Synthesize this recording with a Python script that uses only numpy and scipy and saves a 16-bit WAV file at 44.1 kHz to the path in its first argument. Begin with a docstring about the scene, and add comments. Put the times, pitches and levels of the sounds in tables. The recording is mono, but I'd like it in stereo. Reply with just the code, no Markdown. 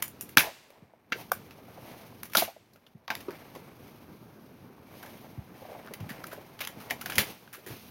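"""In a snowy wood, someone breaks dry sticks over a knee and shifts about in the crust.
Each crack is a short burst of noise that rings the stick and scatters back off the tree trunks.
Stick ends knock, boots thud, snow crunches in tiny fractures, and a soft air noise lies below.
The left microphone opening (port) is the more open one; the volume dips just ahead of sudden sounds."""
import sys
import numpy as np
from scipy import signal
from scipy.fft import rfft, irfft
from scipy.io import wavfile
from scipy.ndimage import uniform_filter1d

SR = 44100
rng = np.random.default_rng(int(sys.argv[2]) if len(sys.argv) > 2 else 0)


def put_to_file(sound):
    """Save the sound as 16-bit audio at rate SR, in the file named by the first command-line argument."""
    columns = np.atleast_2d(sound).T  # one column per channel
    safe = np.clip(columns, -1, 1)
    whole_steps = np.round(safe * 32767)
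    wavfile.write(sys.argv[1], SR, whole_steps.astype(np.int16))


N = 348390

# Sticks and crust breaking: start_s, level_db, pitch_hz, fade_s, ring_db, treble_db
# (a fade is the time to die away by 60 dB; ring and treble are added to the level)
CRACKS = [(0.0227, -15, 1840, 0.043, -42, 1.5), (0.0788, -39.5, 980, 0.065, -15, 10),
          (0.2098, -30, 2570, 0.059, -11, 10.5), (0.2897, -34, 1810, 0.077, -21, 1.5),
          (0.3711, 8.5, 1480, 0.035, -9, -7.5), (0.3801, -4.5, 3670, 0.013, 3.5, -11),
          (0.3906, -10.5, 2390, 0.086, -11, -2), (0.405, -8, 2300, 0.035, -16, -16.5),
          (0.7035, -37.5, 1540, 0.028, -25, -7.5), (1.1214, -15, 1610, 0.056, -2, -22),
          (1.125, -19, 2410, 0.022, 2.5, -21.5), (1.3175, -11.5, 1320, 0.014, 3, -1),
          (1.508, -33.5, 2460, .06, -20, -12), (2.2314, -23.5, 1460, 0.025, -11.5, 0),
          (2.2533, -32, 1010, .06, -16, -4), (2.298, -35, 1380, 0.031, -15, -7),
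          (2.3191, -41, 1590, 0.03, -14, -1), (2.3344, -21.5, 2430, 0.039, -25, -5.5),
          (2.3498, -8, 1450, 0.022, -3.5, -13), (2.353, -7.5, 1320, 0.033, -3.5, -6),
          (2.37, -6.5, 3450, 0.065, -1, -0.5), (2.3801, -14, 4060, 0.14, -3.5, 2.5),
          (2.4007, -23, 2440, 0.032, -1, 2.5), (2.7335, -51, 4480, 0.087, -1.5, 2.5),
          (2.7587, -44.5, 1500, 0.04, -7.5, -9.5), (2.8652, -42.5, 2830, 0.029, -5.5, -14),
          (3.079, -20.5, 1760, 0.025, -10.5, -22), (3.1027, -13, 1650, 0.052, -8.5, -19),
          (3.152, -19.5, 2100, 0.015, -21, -7), (3.2052, -33, 1590, .041, -25, -7),
          (3.2832, -39, 1070, 0.081, 7.5, -28), (3.306, -31.5, 1480, 0.2, -7, -11),
          (3.352, -38.5, 1920, 0.03, -2, -7), (3.5504, -35.5, 983, .095, -2, -7.5),
          (3.87, -46.5, 1245, .077, -2, -6), (5.0276, -34, 1530, 0.05, 0.5, -6),
          (5.059, -37.5, 1630, 0.11, -5, -4), (5.862, -41, 1460, 0.027, -1, -4),
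          (5.8733, -35, 1500, 0.076, -1.5, -18), (5.9367, -24.5, 2110, 0.033, -14, -4.5),
          (6.0018, -34, 1140, 0.12, -21, -10.5), (6.091, -29, 1920, .11, -6, -3.5),
          (6.1008, -29, 1660, 0.14, -6, -18), (6.237, -25, 1370, 0.045, -2.5, -10.5),
          (6.2677, -35, 1420, 0.026, -26, 1), (6.314, -35, 1530, 0.16, 0.5, -10),
          (6.328, -34.5, 1070, 0.087, -2, -3), (6.591, -29, 1390, 0.16, -16, -11),
          (6.605, -20.5, 2320, 0.11, -12, -9), (6.6384, -28, 2580, 0.054, -13, -16),
          (6.6495, -19.5, 2650, 0.018, -18, -6), (6.6723, -19.5, 3320, 0.034, -24, -6),
          (6.8018, -35.5, 1350, 0.26, -6.5, -7), (6.9, -25.5, 1700, 0.06, -8, -10.5),
          (6.9069, -14.5, 1870, 0.034, -6, -8), (7.012, -24.5, 1420, 0.061, -6, -4.5),
          (7.0585, -18.5, 1480, 0.049, -9.5, -9), (7.0979, -20.5, 1430, .06, -4, -7),
          (7.1213, -19.5, 1510, 0.07, -12, -14), (7.1536, -21, 2750, 0.14, -13, -2),
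          (7.1818, -3, 2000, 0.023, -10, -2.5), (7.1905, -13, 3130, .06, -4, -2),
          (7.2036, -14.5, 2280, 0.13, -28, -10), (7.4758, -40.5, 1380, 0.031, 5.5, -30),
          (7.5281, -31.5, 1560, 0.18, -10, -2), (7.5458, -28.5, 1310, 0.051, -14, -11),
          (7.663, -32, 1800, 0.26, -13, -2.5)]
# Tone of the broad crack, its sharp edge and the fizz of fine splinters: frequency_hz, level_db
SNAP_TONE = [(290, -29), (500, -4), (1000, 3), (1500, 6.5), (2300, 7.5), (3100, 4), (5000, -2),
             (8000, -25.5)]
EDGE_TONE = [(1800, -41), (3200, -11), (4500, 0.5), (6500, 4.5), (8500, -54.5)]
FIZZ_TONE = [(5000, -31), (7000, 3.5), (8000, -7.5), (9500, 5), (12500, 7.5), (15500, 2.5)]
# Hollow knocks of stick ends and lumps of crust: start_s, level_db, pitch_hz, fade_s
KNOCKS = [(0.37, -32, 870, 0.11), (0.434, -28, 750, .18), (0.469, -30.5, 665, 0.089),
          (0.703, -44.5, 560, 0.02), (0.82, -52.5, 305, 0.03), (0.936, -44.5, 640, 0.023),
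          (1.155, -37.5, 447, 0.064), (1.184, -40.5, 785, 0.27), (1.316, -19, 652, 0.047),
          (1.586, -41.5, 675, 0.042), (1.683, -42, 600, .045), (1.775, -39.5, 590, 0.062),
          (2.124, -42, 660, 0.036), (2.353, -20.5, 684, 0.038), (2.379, -20.5, 800, 0.045),
          (2.422, -17, 616, 0.035), (2.478, -32, 686, 0.1), (2.564, -40.5, 556, 0.037),
          (2.757, -49, 564, 0.048), (3.08, -33, 940, 0.096), (3.102, -26, 810, .17),
          (3.283, -25, 386, 0.091), (3.56, -35.5, 444, 0.079), (5.03, -40.5, 780, .15),
          (5.244, -43, 730, .065), (5.619, -37.5, 615, .045), (5.652, -37, 630, 0.038),
          (5.687, -37, 610, 0.22), (5.717, -33.5, 610, 0.15), (5.75, -36, 695, .1),
          (5.908, -37.5, 440, .055), (6.328, -33.5, 506, 0.029), (6.377, -35, 506, 0.093),
          (6.606, -38.5, 694, 0.18), (6.907, -30, 780, 0.13), (7.061, -33, 630, 0.046),
          (7.183, -29.5, 390, 0.39), (7.579, -45, 477, .07), (7.665, -37.5, 385, 0.26)]
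# Boots and knee landing: start_s, level_db, pitch_hz
THUDS = [(0.369, -19, 218.6), (0.823, -45, 125), (1.12, -31, 283), (2.369, -28.5, 269), (2.948, -39.5, 146),
         (3.101, -39, 253.2), (5.375, -29.5, 97), (6.001, -30.5, 111), (6.023, -32, 127), (6.059, -34, 132),
         (6.106, -31.5, 177), (6.772, -37, 169), (6.912, -37.5, 199), (7.172, -26.5, 108),
         (7.189, -26, 163), (7.667, -44, 140), (7.704, -34.5, 140)]
# How much the body shifts in the crust: time_s, rustle_db, crunch_db
MOVEMENT = [(0.0, -60, -48), (0.1, -67, -63), (0.29, -64, -82), (0.55, -57.5, -45), (0.7, -60, -45.5),
            (0.911, -70, -47), (1.3, -63.5, -68.5), (1.609, -67.5, -58.5), (1.891, -58.5, -49.5),
            (2.06, -62, -53), (2.27, -65, -75), (2.6, -66, -57.5), (2.999, -65, -54), (3.202, -58.5, -57),
            (3.33, -65, -47), (3.45, -62.5, -54.5), (3.65, -66, -52.5), (3.8, -67.5, -60.5),
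            (3.88, -62.5, -55), (4.0, -66.5, -60.5), (4.37, -68.5, -67), (4.8, -70, -62.5),
            (5.05, -58.5, -51), (5.36, -65.5, -58.5), (5.52, -68, -56.5), (5.6, -62, -53.5),
            (5.72, -62.5, -49), (5.98, -67.5, -51.5), (6.2, -59, -47), (6.58, -65.5, -54.5),
            (6.86, -59.5, -49), (7.0, -61, -51), (7.34, -55, -52), (7.55, -62.5, -57.5), (7.71, -51.5, -48),
            (7.9, -61, -77)]
# Showers of splinters and crust after big breaks: start_s, hold_s, rustle_db, crunch_db, air_db
SHOWERS = [(0.421, 0.036, -45, -36.5, -54.5), (1.17, 0.043, -52, -69, -51.5),
           (2.366, 0.049, -33.5, -46, -47.5), (7.087, 0.22, -51, -46, -47.5)]
# The background sinks after the loudest breaks, then returns: start_s, end_s, depth_db
HUSHES = [(0.511, 1.126, 14.5), (2.51, 3.112, 12.5), (7.32, 7.72, 6)]
# Tone of rustling crust and clothes, packing snow, tiny fractures and air: frequency_hz, level_db
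RUSTLE_TONE = [(530, -41.5), (900, -15.5), (1450, -10), (2950, -6), (5270, -14.5), (6500, -15), (8150, -26),
               (9660, -14.5), (12900, -11), (15500, -15.5)]
CRUNCH_TONE = [(150, -16), (350, -8), (650, -2), (1200, -7.5), (1700, -5.5), (2500, -15), (6000, -33.5)]
GRIT_TONE = [(500, -21), (1000, -5), (1500, -0.5), (2300, -4.5), (3500, -9.5), (6500, -23.5), (9000, -41)]
AIR_TONE = [(13, -35.5), (22, -24), (27, -22.5), (107, -0.5), (237, -0.5), (446, -7.5), (825, -14),
            (1590, -9.5), (2010, -24.5), (2500, -26), (3250, -56.5), (5500, -120)]
# How alike sound from all around is at the two ports: frequency_hz, likeness (0 means unrelated)
LIKENESS = [(60, 0.15), (130, 1.6), (290, 1.9), (640, 0.13), (1410, 3.82), (3100, -3), (6820, -1.8),
            (15000, 0.03)]
# How much louder the left port is than the right: frequency_hz, difference_db
LEFT_OVER_RIGHT = [(60, 3.5), (110, 9), (200, 9.5), (380, 9.5), (700, 6.5), (1290, 4), (2380, 7.5),
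                   (4400, 14.5), (8120, 5), (15000, 19)]

CRACK_RISE_S, FIRST_BREAK_FADE_S, THUD_FADE_S = 0.0006, 0.012, 0.099
TRUNKS_FADE_S, TRUNKS_DB = 0.15, -8.5
FAR_WOOD_FADE_S, FAR_WOOD_DB = 0.75, -26
SHOWER_RISE_DB_PER_S, SHOWER_FALL_DB_PER_S = 700.5, 270
HUSH_SINK_S, HUSH_RETURN_S = 0.056, 0.048
AIR_DB = -51.5
STICK_LAG_S, GROUND_LAG_S = 0.00017, 0.00027   # how much later the right port hears them


def stick_cracks():
    """Fibres let go in an uneven, dying burst that rings the stick; splinters differ at each port."""
    rings, snap, edge, fizz = np.zeros((4, 2, N))
    t = np.arange(int(.25 * SR)) / SR
    for start_s, level_db, pitch_hz, fade_s, ring_db, treble_db in CRACKS:
        shared, left, right, lumps = rng.standard_normal((4, len(t)))
        uneven = amp(4 * np.interp(t * 500, np.arange(len(t)), lumps))   # a new level every 2 ms
        splinters = (shared + 3.5 * np.array([left, right])) * uneven * fade(t, fade_s)
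        first_break = shared * fade(t, FIRST_BREAK_FADE_S)
        burst = (first_break + 1.5 * splinters) * np.minimum(t / CRACK_RISE_S, 1)
        burst *= amp(level_db) / np.abs(burst).max()
        ring = band(burst, pitch_hz / 1.17, pitch_hz * 1.193)
        add(rings, start_s, amp(level_db + ring_db) * ring)
        add(snap, start_s, burst)
        add(edge, start_s, amp(-7.5 + .5 * treble_db) * burst)   # the edge partly follows the treble
        add(fizz, start_s, amp(treble_db) * burst)
    bursts = np.zeros((2, N))
    for layer, tone in (snap, SNAP_TONE), (edge, EDGE_TONE), (fizz, FIZZ_TONE):
        bursts += [shape_tone(port, lambda hz: at_hz(tone, hz)) for port in layer]
    return rings, bursts


def bumps(table, width, push_s, contact):
    """A sharp first contact and a short push of noise ring an object around one pitch."""
    out, t = np.zeros(N), np.arange(int(.3 * SR)) / SR
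    for start_s, level_db, pitch_hz, fade_s in table:
        push = rng.standard_normal(len(t)) * fade(t, min(fade_s, .3)) * np.minimum(t / push_s, 1)
        push[0] = contact
        add(out, start_s, amp(level_db) * band(push, pitch_hz / width, pitch_hz * width))
    return out


def hollow_knocks():
    """Stick ends and lumps of crust knock and ring in a narrow band of pitches."""
    return bumps(KNOCKS, width=1.243, push_s=0.0011, contact=7.7)


def boot_thuds():
    """Boots and a knee land with a low bump; the deepest bass is cut."""
    thuds = bumps([(*row, THUD_FADE_S) for row in THUDS], width=1.57, push_s=0.00041, contact=3.5)
    return signal.sosfilt(signal.butter(2, 75, "high", fs=SR, output="sos"), thuds)


def tree_echoes(sound):
    """Sound bounces off near trunks and rocks, then a dull wash comes back from the far wood."""
    t = np.arange(int(.9 * SR)) / SR
    echoes = rng.standard_normal((2, len(t))) * fade(t, TRUNKS_FADE_S) * np.minimum(t / 0.013, 1)
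    echoes /= np.sqrt(np.sum(echoes ** 2, axis=1, keepdims=True))
    near = amp(TRUNKS_DB) * signal.oaconvolve(sound[None], echoes, axes=1)[:, :N]
    # countless far echoes blur into noise that carries the dying energy of each crack
    tail = fade(t, FAR_WOOD_FADE_S) ** 2 * np.minimum(t / 0.024, 1)
    energy = np.abs(signal.oaconvolve(sound ** 2, tail / tail.sum())[:N])
    dull = signal.butter(1, [1200, 3800], "band", fs=SR, output="sos")
    wash = unit_level(signal.sosfilt(dull, rng.standard_normal((2, N))))
    return near + amp(FAR_WOOD_DB) * np.sqrt(energy) * wash


def fractures(per_s, spread_db, hiss):
    """Tiny fractures make random clicks of uneven size over a smooth hiss."""
    sizes = amp(spread_db * np.minimum(rng.exponential(1, N), 4)) * rng.choice([-1, 1], N)
    clicks = sizes * (rng.random(N) < per_s / SR)
    return unit_level(clicks) + hiss * rng.standard_normal(N)


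def snow_and_air():
    """Crust and clothes rustle, snow packs underfoot with a duller crunch, and the air noise wavers."""
    rustle_db, crunch_db, air_db = background_levels()
    air = amp(air_db + 2 * drift(37)) * all_around(AIR_TONE, lambda: rng.standard_normal(N))
    rustle_gain = amp(rustle_db + 1.8 * drift(60))
    rustle = rustle_gain * all_around(RUSTLE_TONE, lambda: fractures(1300, spread_db=3, hiss=2.3))
    crunch_gain = amp(crunch_db + 2 * drift(50))
    crunch = crunch_gain * all_around(CRUNCH_TONE, lambda: fractures(250, spread_db=-.5, hiss=.73))
    grit_gain = amp(rustle_db - 4 + 3.5 * drift(30))   # clumps of fractures wherever the crust rustles
    grit = grit_gain * all_around(GRIT_TONE, lambda: fractures(400, spread_db=2, hiss=1))
    return air + rustle + crunch + grit


def background_levels():
    """Rustle, crunch and air levels in dB: movement and steady air, hushed at times, plus showers."""
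    t = np.arange(N) / SR
    time_s, rustle_db, crunch_db = np.transpose(MOVEMENT)
    levels_db = np.array([np.interp(t, time_s, rustle_db), np.interp(t, time_s, crunch_db),
                          np.full(N, AIR_DB)])
    for start_s, end_s, depth_db in HUSHES:
        corners_s = [start_s - HUSH_SINK_S, start_s, end_s - HUSH_RETURN_S, end_s]
        levels_db -= np.interp(t, corners_s, [0, depth_db, depth_db, 0])
    power = amp(levels_db) ** 2
    for start_s, hold_s, *top_db in SHOWERS:
        before_db = SHOWER_RISE_DB_PER_S * np.maximum(start_s - t, 0)
        after_db = SHOWER_FALL_DB_PER_S * np.maximum(t - start_s - hold_s, 0)
        power += amp(np.array(top_db)[:, None] - before_db - after_db) ** 2
    return 10 * np.log10(power)


def all_around(tone, make_noise):
    """Noise from all sides: the two ports hear it more alike at some pitches than at others."""
    alike = lambda hz: np.clip(at_hz(LIKENESS, hz), -.9, .95)
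    mid = shape_tone(make_noise(), lambda hz: at_hz(tone, hz) + 10 * np.log10(1 + alike(hz)))
    side = shape_tone(make_noise(), lambda hz: at_hz(tone, hz) + 10 * np.log10(1 - alike(hz)))
    return np.array([mid + side, mid - side]) / np.sqrt(np.mean(mid ** 2))


def amp(db):
    """Turn decibels into a number to multiply by."""
    return 10 ** (np.asarray(db) / 20)


def fade(t, fade_s):
    """A curve that falls by 60 dB every fade_s seconds."""
    return amp(-60 * t / fade_s)


def unit_level(x):
    """Scale a sound so its average power is 1."""
    return x / np.sqrt(np.mean(x ** 2) + 1e-20)


def at_hz(table, hz):
    """Read between a table's rows, with octaves evenly spaced."""
    row_hz, values = np.transpose(table)
    return np.interp(np.log(hz + 1), np.log(row_hz + 1), values)


def shape_tone(x, gain_db, size=2048):
    """Turn each frequency up or down by gain_db(hz), with no ringing ahead of a hit (minimum phase)."""
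    cepstrum = irfft(gain_db(np.arange(size // 2 + 1) * SR / size) * np.log(10) / 20)
    cepstrum[1:size // 2] *= 2
    kernel = irfft(np.exp(rfft(cepstrum[:size // 2], size)))
    return signal.oaconvolve(x, kernel)[:len(x)]


def band(x, low_hz, high_hz):
    """Keep one band of frequencies and scale its peak to 1."""
    out = signal.sosfilt(signal.butter(2, [low_hz, high_hz], "band", fs=SR, output="sos"), x)
    return out / np.abs(out).max()


def drift(per_s):
    """Glide to a new random value per_s times a second."""
    values = rng.standard_normal(int(N / SR * per_s) + 2)
    return np.interp(np.arange(N) / SR * per_s, np.arange(len(values)), values)


def delay(x, lag_s):
    """Make a sound arrive a little later."""
    return np.interp(np.arange(N) - lag_s * SR, np.arange(N), x)


def add(track, start_s, piece):
    """Mix a short sound into a track."""
    i = round(start_s * SR)
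    track[..., i:i + piece.shape[-1]] += piece[..., :N - i]


def scene():
    """Mix sticks, echoes and ground sounds; near sounds reach the left port first."""
    rings, bursts = stick_cracks()
    ringing = rings + hollow_knocks()
    sticks = bursts + ringing
    sticks[1] = amp(-0.5) * delay(sticks[1], STICK_LAG_S)
    ground = boot_thuds() + snow_and_air()
    ground[1] = delay(ground[1], GROUND_LAG_S)
    # the sticks ring towards the listener; mostly the broad crack fills the wood
    return sticks + tree_echoes(bursts[0] + .3 * ringing[0]) + ground


def record(dry):
    """Unequal ports colour the sound, the volume dips before hits, peaks clip and top treble is cut."""
    left_db = lambda hz: 6 - 20 * np.log10(1 + amp(-at_hz(LEFT_OVER_RIGHT, hz)))
    right_db = lambda hz: left_db(hz) - at_hz(LEFT_OVER_RIGHT, hz)
    ports = np.array([shape_tone(dry[0], left_db), shape_tone(dry[1], right_db)])
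    power = uniform_filter1d(np.mean(ports ** 2, axis=0), size=130)
    level_db = 10 * np.log10(power + 1e-9)
    ahead = 440   # samples, about 10 ms
    rise_db = np.r_[level_db[ahead:], np.full(ahead, level_db[-1])] - level_db
    dip_db = -.6 * uniform_filter1d(np.clip(rise_db - 14, 0, 25), size=90)   # only rises over 14 dB
    dip_db = np.r_[dip_db[ahead // 3:], np.zeros(ahead // 3)]   # the volume is back just before the hit
    clipped = np.clip(ports * amp(dip_db), -.93, .93)
    treble_cut = signal.ellip(10, .3, 70, 15900, fs=SR, output="sos")
    return signal.sosfilt(treble_cut, clipped)


dry = scene()
out = record(dry)
put_to_file(out)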